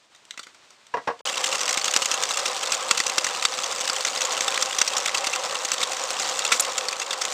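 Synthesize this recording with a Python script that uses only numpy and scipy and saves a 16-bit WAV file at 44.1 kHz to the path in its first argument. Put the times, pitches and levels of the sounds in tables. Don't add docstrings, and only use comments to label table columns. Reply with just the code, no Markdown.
import sys
import numpy as np
from scipy import signal
from scipy.fft import rfft, irfft, next_fast_len
from scipy.io import wavfile
from scipy.ndimage import map_coordinates

SR = 44100
rng = np.random.default_rng(int(sys.argv[2]) if len(sys.argv) > 2 else 0)


def unload_wav(signal):
    wavfile.write(
        sys.argv[1],
        SR,
        np.round(np.clip(np.atleast_2d(signal).T, -1, 1) * 32767).astype(np.int16),
    )


N = 323253

# time in seconds, level in dB.
ROOM_LEVEL = [(0.0, -58), (.5, -55.5), (.55, -53), (.65, -55), (0.986, -54.5), (1.21, -53)]
# frequency in Hz, gain in dB.
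ROOM_COLOUR = [(15, -53), (25, -23), (104, -11), (585, -3), (815, -3), (998, 0), (1390, -3), (3750, -4),
               (7830, -10.5), (9600, -18), (10900, -37), (14200, -68), (22000, -120)]
# start in seconds, peak level in dB, t60 in seconds.
BED_KNOCKS = [(0.941, -8, 0.052), (0.949, -25, 0.16), (0.97, -14, 0.089), (0.989, -31, 0.091),
              (1.075, -8.5, 0.086), (1.102, -19.5, 0.064), (1.116, -30, 0.1), (1.204, -29, 0.1)]
# frequency in Hz, gain in dB.
BLOW_COLOUR = [(24, -64), (40, -44), (261, -13.5), (355, -20), (459, -7), (950, -5), (1670, -17),
               (3070, -28.5), (5270, -30.5), (10900, -52), (14200, -95), (22000, -120)]
# frequency in Hz, width in Hz, level in dB.
BED_MODES = [(462, 31, 2.5), (718, 38, 5), (962, 51, -3), (1121, 31, 2), (1640, 110, -3), (1943, 90, 5),
             (2760, 110, -1)]
# start in seconds, level in dB, loudest ring in Hz,
# thud against the contact in dB, t60 in seconds.
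LEVER_CONTACTS = [(0.1484, -39, 3660, -16, 0.021), (0.161, -42, 4070, -20, 0.012),
                  (0.2523, -38, 2860, -20, 0.012), (0.309, -18, 3800, -42, 0.008),
                  (0.3416, -39.5, 3160, -2, 0.014), (0.3758, -24, 2140, -12, 0.018),
                  (0.3935, -24.5, 3870, -5, 0.021), (0.4306, -33, 3120, -17, 0.045),
                  (0.4677, -35, 2050, -3, 0.02), (0.546, -41, 2180, -10, 0.021),
                  (0.7053, -37.5, 5700, -8, 0.016), (0.8677, -38, 3080, -18, 0.014),
                  (1.1916, -38, 3290, -8, 0.018)]
# start in seconds, end in seconds.
SILENT_GAP = (1.2135, 1.2525)
# time in seconds, casing rumble in dB, chatter of small parts in dB.
RUNNING_LEVELS = [(1.25, -32, -30.5), (1.32, -33.5, -31.5), (1.42, -32, -31), (1.46, -33.5, -28.5),
                  (1.68, -33, -32), (1.93, -34, -31.5), (2.1, -32.5, -30.5), (3.72, -34, -31),
                  (4.3, -33, -30), (5.57, -33, -31.5), (6.06, -33.5, -30.5), (6.38, -33.5, -29.5),
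                  (6.62, -33.5, -31), (6.96, -35.5, -35.5), (7.13, -34.5, -35.5), (7.33, -33.5, -31)]
# frequency in Hz, gain in dB.
RUMBLE_COLOUR = [(25, -76), (100, -31), (250, -18), (420, -10.5), (900, -5), (1500, -5.5), (2500, -9.5),
                 (6000, -15.5), (10900, -70)]
# frequency in Hz, width in Hz, level in dB.
CASING_MODES = [(518.2, 57, 5.5), (786, 46.5, 6), (1070, 182, -2.5), (1325, 61, 1.5)]
# time in seconds, stitches begun.
SHAFT_STITCHES = [(1.271, 0), (1.525, 3), (1.774, 6), (2.02, 9), (2.114, 10), (2.372, 13), (2.721, 17),
                  (2.975, 20), (3.425, 25), (3.875, 30), (4.217, 34), (4.4, 36), (4.784, 40), (5.332, 46),
                  (5.813, 51), (6.175, 55), (6.78, 62), (7.322, 67)]
# share of the stitch, usual t60 of a clack in seconds, its thud in dB, chatter in dB.
STITCH_CYCLE = [(0, .027, -14, 2.5), (.12, .016, -19.5, 1.5), (.29, .019, -7, 6), (.42, .013, -18, -0.5),
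                (.58, .014, -22, -2), (.68, .014, -26, 4.5), (.77, .013, -10, -3.5), (.87, .012, -12, 0),
                (.95, .016, -24, 0.5)]
# frequency in Hz, gain in dB.
CONTACT_COLOUR = [(880, -22), (1500, -4.5), (3710, 1), (4090, -1), (6630, 0.5), (7440, 1.5), (9470, -9),
                  (9950, -13), (10900, -21.5), (14200, -67), (22000, -120)]
# frequency in Hz, width in Hz, level in dB.
STEEL_MODES = [(2030, 220, -9), (2702, 100, 3.5), (3500, 100, -14), (4584, 65, 1), (5760, 310, -22),
               (7130, 120, -10), (7300, 330, -45)]
# frequency in Hz, gain in dB.
THUD_COLOUR = [(40, -62), (100, -35), (200, -13), (500, -13.5), (1000, -8.5), (1350, 5.5), (1700, -12),
               (2500, -33.5)]
# start in seconds,
# length in seconds, level in dB, ring of the needle plate in dB, thud in the arm in dB.
CLUNK_AND_SCRAPE = [(6.516, 0.014, -21, -17, 6), (6.532, 0.044, -28, -19, -6), (6.598, 0.013, -17, 18, -8)]
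# frequency in Hz, width in Hz, level in dB.
PLATE_MODES = [(6880, 190, -8), (7310, 99, -6), (7400, 140, -6), (9600, 190, 5), (10200, 100, 5)]
# start in seconds, level in dB, loudest ring in Hz,
# length as a multiple of the usual one at that place in the stitch.
CLACK_EVENTS = [(1.2705, -14, 2950, 1.5), (1.297, -14.5, 2080, 1.05), (1.3404, -14.5, 2940, 0.9),
                (1.4411, -8.5, 3000, 1.05), (1.4774, -16, 6410, 0.91), (1.525, -13, 2720, 1.3),
                (1.555, -11, 6750, 0.99), (1.5825, -16, 5700, 0.76), (1.5924, -15.5, 5270, 1.1),
                (1.612, -11, 5940, 1.1), (1.656, -14, 5200, 1.2), (1.679, -9.5, 2940, 1.2),
                (1.6905, -10, 6000, 1.3), (1.7084, -13, 7300, 0.78), (1.728, -8.5, 6720, 0.98),
                (1.7418, -12.5, 3200, 1.05), (1.773, -8.5, 2240, 1.05), (1.8145, -12, 4400, 1.1),
                (1.844, -7, 6300, 1), (1.8556, -12, 2800, 1.2), (1.88, -7.5, 3300, 0.87),
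                (1.9127, -14, 7440, 0.93), (1.938, -6.5, 2830, 0.84), (1.963, -0.5, 5850, 0.82),
                (1.9708, -9, 6700, 1.3), (2.0197, -9.5, 2840, 1.3), (2.0575, -5.5, 6700, 1.16),
                (2.1143, -6.5, 5970, 0.79), (2.14, -9, 6360, 1.2), (2.2358, -5.5, 6700, 1),
                (2.2892, -15.5, 5950, 1.2), (2.3085, -11, 3800, 0.76), (2.3374, -15, 5090, 1.05),
                (2.3725, -8.5, 7460, 0.65), (2.392, -15, 3990, 1.3), (2.4564, -9.5, 5600, 0.98),
                (2.4787, -23, 3900, 0.96), (2.6316, -14, 2700, 1.05), (2.6723, -13.5, 4370, 1.4),
                (2.7202, -7.5, 5870, 1.05), (2.7487, -12.5, 6820, 1.05), (2.9107, 0, 4700, 0.92),
                (2.9744, -9, 2703, 1.15), (3.0016, -5, 2060, 1.02), (3.066, -6, 5800, 0.62),
                (3.0964, -11.5, 6500, 1.2), (3.1817, -3, 5150, 1.13), (3.243, -9.5, 5840, 1.05),
                (3.2668, -11, 1960, 1.1), (3.4246, -10, 2600, 0.79), (3.4517, -1.5, 3750, 0.97),
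                (3.5886, -13, 3300, 0.94), (3.6416, -11, 6250, 1.05), (3.6601, -16, 5620, 1.6),
                (3.715, -22, 3570, 1.2), (3.8153, -16.5, 4540, 1.5), (3.8546, -14.5, 5120, 1.1),
                (3.8766, -9.5, 2670, 0.78), (3.8967, -10.5, 5190, 1.3), (3.9634, -12, 3120, 1.05),
                (4.0073, -12, 4470, 0.93), (4.0494, -7, 6180, 0.93), (4.0694, -13.5, 3740, 1.05),
                (4.083, -12.5, 4360, 1.1), (4.161, -11, 3770, 0.66), (4.1756, -12, 5140, 1.05),
                (4.2068, -11, 6600, 1.4), (4.2166, -8.5, 5900, 0.88), (4.25, -10, 6860, 1.7),
                (4.321, -12, 6960, 0.66), (4.349, -16, 3180, 0.87), (4.377, -12.5, 2940, 1.3),
                (4.4079, -5, 6400, 0.79), (4.445, -12, 7470, 0.75), (4.4807, -5.5, 3660, 1.2),
                (4.5423, -12, 3020, 1.6), (4.576, -7.5, 1900, 1.14), (4.6115, -13, 7400, 1.05),
                (4.624, -5, 5760, 1.3), (4.659, -12, 6840, 0.72), (4.728, -14, 3300, 1.3),
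                (4.785, -6.5, 5900, 1.03), (4.815, 0, 5900, 1.1), (4.8762, -9, 5640, 1.3),
                (4.9343, -14.5, 3250, 1.4), (4.9668, -8.5, 5730, 0.96), (4.981, -9, 6700, 0.83),
                (5.0594, -8, 2270, 0.82), (5.0821, -10.5, 3570, 0.67), (5.0938, -11, 1930, 0.71),
                (5.1459, -8, 2730, 1.14), (5.1806, -12, 6220, 1.05), (5.243, -12.5, 2200, 0.85),
                (5.2683, -9.5, 4600, 1.6), (5.3307, -11.5, 2170, 1.3), (5.36, -14.5, 4520, 0.83),
                (5.5542, -12, 3760, 0.71), (5.6521, -13.5, 6600, 1.2), (5.7176, -5.5, 6070, 0.64),
                (5.741, -17, 4420, 1.1), (5.7803, -14.5, 3330, 1.05), (5.813, -14, 2260, 1.4),
                (5.831, -7.5, 3670, 1.4), (6.0373, -12.5, 6850, 1.05), (6.199, -12.5, 7130, 1.05),
                (6.222, -14, 7070, 0.98), (6.244, -16, 2620, 1.05), (6.2755, -19, 3590, 0.93),
                (6.2954, -13, 6750, 1.3), (6.3915, -7.5, 7040, 1.05), (6.4215, -14, 3650, 0.92),
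                (6.4496, -7.5, 7160, 0.98), (6.4648, -12.5, 3530, 1.05), (6.477, -13, 6950, 1.05),
                (6.5192, -4, 2230, 1.76), (6.5968, -4, 7300, 1), (6.6486, -13, 2960, 1.5),
                (6.779, -8.5, 7080, 1.11), (6.8847, -9, 4530, 0.78), (6.9272, -14, 2470, 1.6),
                (6.999, -13.5, 6540, 0.85), (7.016, -14, 2010, 1.6), (7.1071, -12.5, 3610, 1.3),
                (7.13, -11.5, 4580, 0.69), (7.215, -10.5, 5560, 1.3), (7.2523, -9, 6710, 0.84),
                (7.302, -20, 7270, 0.78)]
# frequency in Hz, gain in dB.
BAND_EDGES = [(25, -4), (90, 0), (200, 0), (9000, -0.5), (10500, -5), (10850, -15), (11025, -26)]
# frequency in Hz, gain in dB.
MIRROR_GAIN = [(11000, -1), (11400, -4.5), (11900, -4.5), (12500, -9.5), (14000, -19), (15300, -32.5),
               (15800, -49), (16600, -75)]
TOP_HZ = 16600
CLACK_TRIM_DB = -1


def amp(db):
    return 10 ** (np.asarray(db) / 20)


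def unit(x):
    return x / np.sqrt(np.mean(x ** 2, axis=-1, keepdims=True) + 1e-20)


def along(points, hz):
    f, db = np.transpose(points)
    return amp(np.interp(np.log(hz + 1), np.log(f + 1), db))


def curves(rows):
    s, *cols = np.transpose(rows)
    return [np.interp(np.arange(N) / SR, s, c) for c in cols]


def wobble(rate):
    knots = rng.standard_normal(int(N * rate / SR) + 4)
    return map_coordinates(knots, [np.arange(N) * rate / SR])


def filtered(x, response):
    n = x.shape[-1]
    m = next_fast_len(n + 2048)
    return irfft(rfft(x, m) * response(np.fft.rfftfreq(m, 1 / SR)), m)[..., :n]


def peak(f, hz, width_hz):
    return 1j * f * width_hz / (hz * hz - f * f + 1j * f * width_hz)


def modes(f, table, scatter_db):
    total = 0
    for k, (hz, width_hz, db) in enumerate(table):
        strength = amp(db + scatter_db[..., k, None])
        total = total + (-1) ** k * strength * peak(f, hz, width_hz)
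    return total


def bursts(t60, rise, bend, size):
    t = np.arange(size) / SR
    decay_db = -60 * (t / np.clip(t60, .004, .4)[:, None]) ** bend
    return rng.standard_normal((len(t60), size)) * (1 - np.exp(-t / rise)) * amp(decay_db)


def place(s, rows):
    at = np.round(s * SR).astype(int)[:, None] + np.arange(rows.shape[1])
    return np.bincount(at.ravel(), rows.ravel(), N + SR)[:N]


def contacts(table, size):
    s, db, ring_hz, thud_db, t60 = np.transpose(table)
    scatter_db = 5 * rng.standard_normal((len(s), len(STEEL_MODES)))
    tilt = 0.12 * np.log(ring_hz[:, None] / 4000)

    def steel(f):
        scrape = along(CONTACT_COLOUR, f) * ((f + 100) / 4000) ** tilt
        ring = modes(f, STEEL_MODES, scatter_db) + 1.87 * peak(f, ring_hz[:, None], 223)
        return scrape * (0.62 + ring)

    energy = np.sqrt(np.clip(t60, .004, .4) * SR / size)[:, None]
    rise = 0.068 * t60[:, None]
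    clack = energy * unit(filtered(bursts(t60, rise, 1.39, size), steel))
    thud = energy * unit(filtered(bursts(t60, rise, 1.44, size), lambda f: along(THUD_COLOUR, f)))
    rows = amp(db - 14.5)[:, None] * (clack + amp(thud_db + 1.5)[:, None] * thud)
    return place(s - .0008, rows)


def in_stitch(s):
    share, *cols = np.transpose(STITCH_CYCLE)
    turns = np.interp(s, *np.transpose(SHAFT_STITCHES))
    return [np.interp(turns % 1, share, c, period=1) for c in cols]


def room():
    rustle = rng.standard_normal(N) * amp(1.3 * wobble(40))
    return amp(curves(ROOM_LEVEL)[0]) * unit(filtered(rustle, lambda f: along(ROOM_COLOUR, f)))


def echoes(x, t60, level_db):
    t = np.arange(SR // 4) / SR
    tail = rng.standard_normal(len(t)) * amp(-60 * t / t60)
    return x + amp(level_db) * signal.fftconvolve(x, tail / np.linalg.norm(tail))[:N]


def lever():
    return contacts(LEVER_CONTACTS, size=4096)


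def knocks():
    s, db, t60 = np.transpose(BED_KNOCKS)
    scatter_db = 3 * rng.standard_normal((len(s), len(BED_MODES)))
    bed = lambda f: along(BLOW_COLOUR, f) * (0.52 + modes(f, BED_MODES, scatter_db))
    rows = filtered(bursts(t60, 0.0012, 1.08, size=8192), bed)
    rows = rows / np.abs(rows).max(axis=1, keepdims=True)
    return place(s - .002, amp(db - 4)[:, None] * rows)


def rumble():
    shake = rng.standard_normal(N) * amp(1.66 * wobble(35) + 0.58 * wobble(110))
    even = np.zeros(len(CASING_MODES))
    casing = lambda f: along(RUMBLE_COLOUR, f) * (1 + 2.46 * modes(f, CASING_MODES, even))
    return amp(curves(RUNNING_LEVELS)[0] + 0.5) * unit(filtered(shake, casing))


def chatter():
    level_db = curves(RUNNING_LEVELS)[1]
    at = np.arange(0, N, SR // 300)
    draw = rng.random((len(at), 5))
    s = at / SR + .002 + .008 * draw[:, 0]
    db = 11 * draw[:, 1] ** 2.2 + in_stitch(s)[2]
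    ring_hz = 2200 * 3.6 ** draw[:, 2] ** .7
    thud_db = -18 + 9 * draw[:, 3]
    t60 = .004 + .009 * draw[:, 4]
    ticks = unit(contacts(np.c_[s, db, ring_hz, thud_db, t60], size=768))
    hiss = unit(filtered(rng.standard_normal(N), lambda f: along(CONTACT_COLOUR, f)))
    return amp(level_db + 0.05) * ticks + amp(level_db - 9) * hiss


def clunk_and_scrape():
    t, out = np.arange(N) / SR, np.zeros(N)
    for s, length, db, plate_db, thud_db in CLUNK_AND_SCRAPE:
        gate = np.clip(np.minimum(t - s, s + length - t) / 0.0018, 0, 1)

        def colour(f):
            plate = modes(f, PLATE_MODES, np.full(len(PLATE_MODES), plate_db))
            return along(CONTACT_COLOUR, f) * (0.41 + plate) + amp(thud_db) * along(THUD_COLOUR, f)

        out += amp(db) * gate * unit(filtered(rng.standard_normal(N), colour))
    return out


def clacks():
    s, db, ring_hz, longer = np.transpose(CLACK_EVENTS)
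    t60, thud_db, _ = in_stitch(s + 0.0028)
    return contacts(np.c_[s, db + CLACK_TRIM_DB, ring_hz, thud_db, t60 * longer], size=4096)


def scene():
    t = np.arange(N) / SR
    gap_start, gap_end = SILENT_GAP
    handling = echoes(knocks() + lever(), t60=.16, level_db=-8.5)
    machine = rumble() + chatter() + clunk_and_scrape() + clacks()
    before = np.clip((gap_start - t) / 0.0024, 0, 1) * (room() + handling)
    after = np.clip((t - gap_end) / 0.00082, 0, 1) * machine
    return (before + after)[None]


def record(dry):
    sound = filtered(dry, lambda f: along(BAND_EDGES, f) * (f < SR / 4))
    flipped = sound * (-1.) ** np.arange(N)
    image = filtered(flipped, lambda f: along(MIRROR_GAIN, f))
    return filtered(np.clip(sound + image, -1, 1), lambda f: f < TOP_HZ)


dry = scene()
out = record(dry)
unload_wav(out)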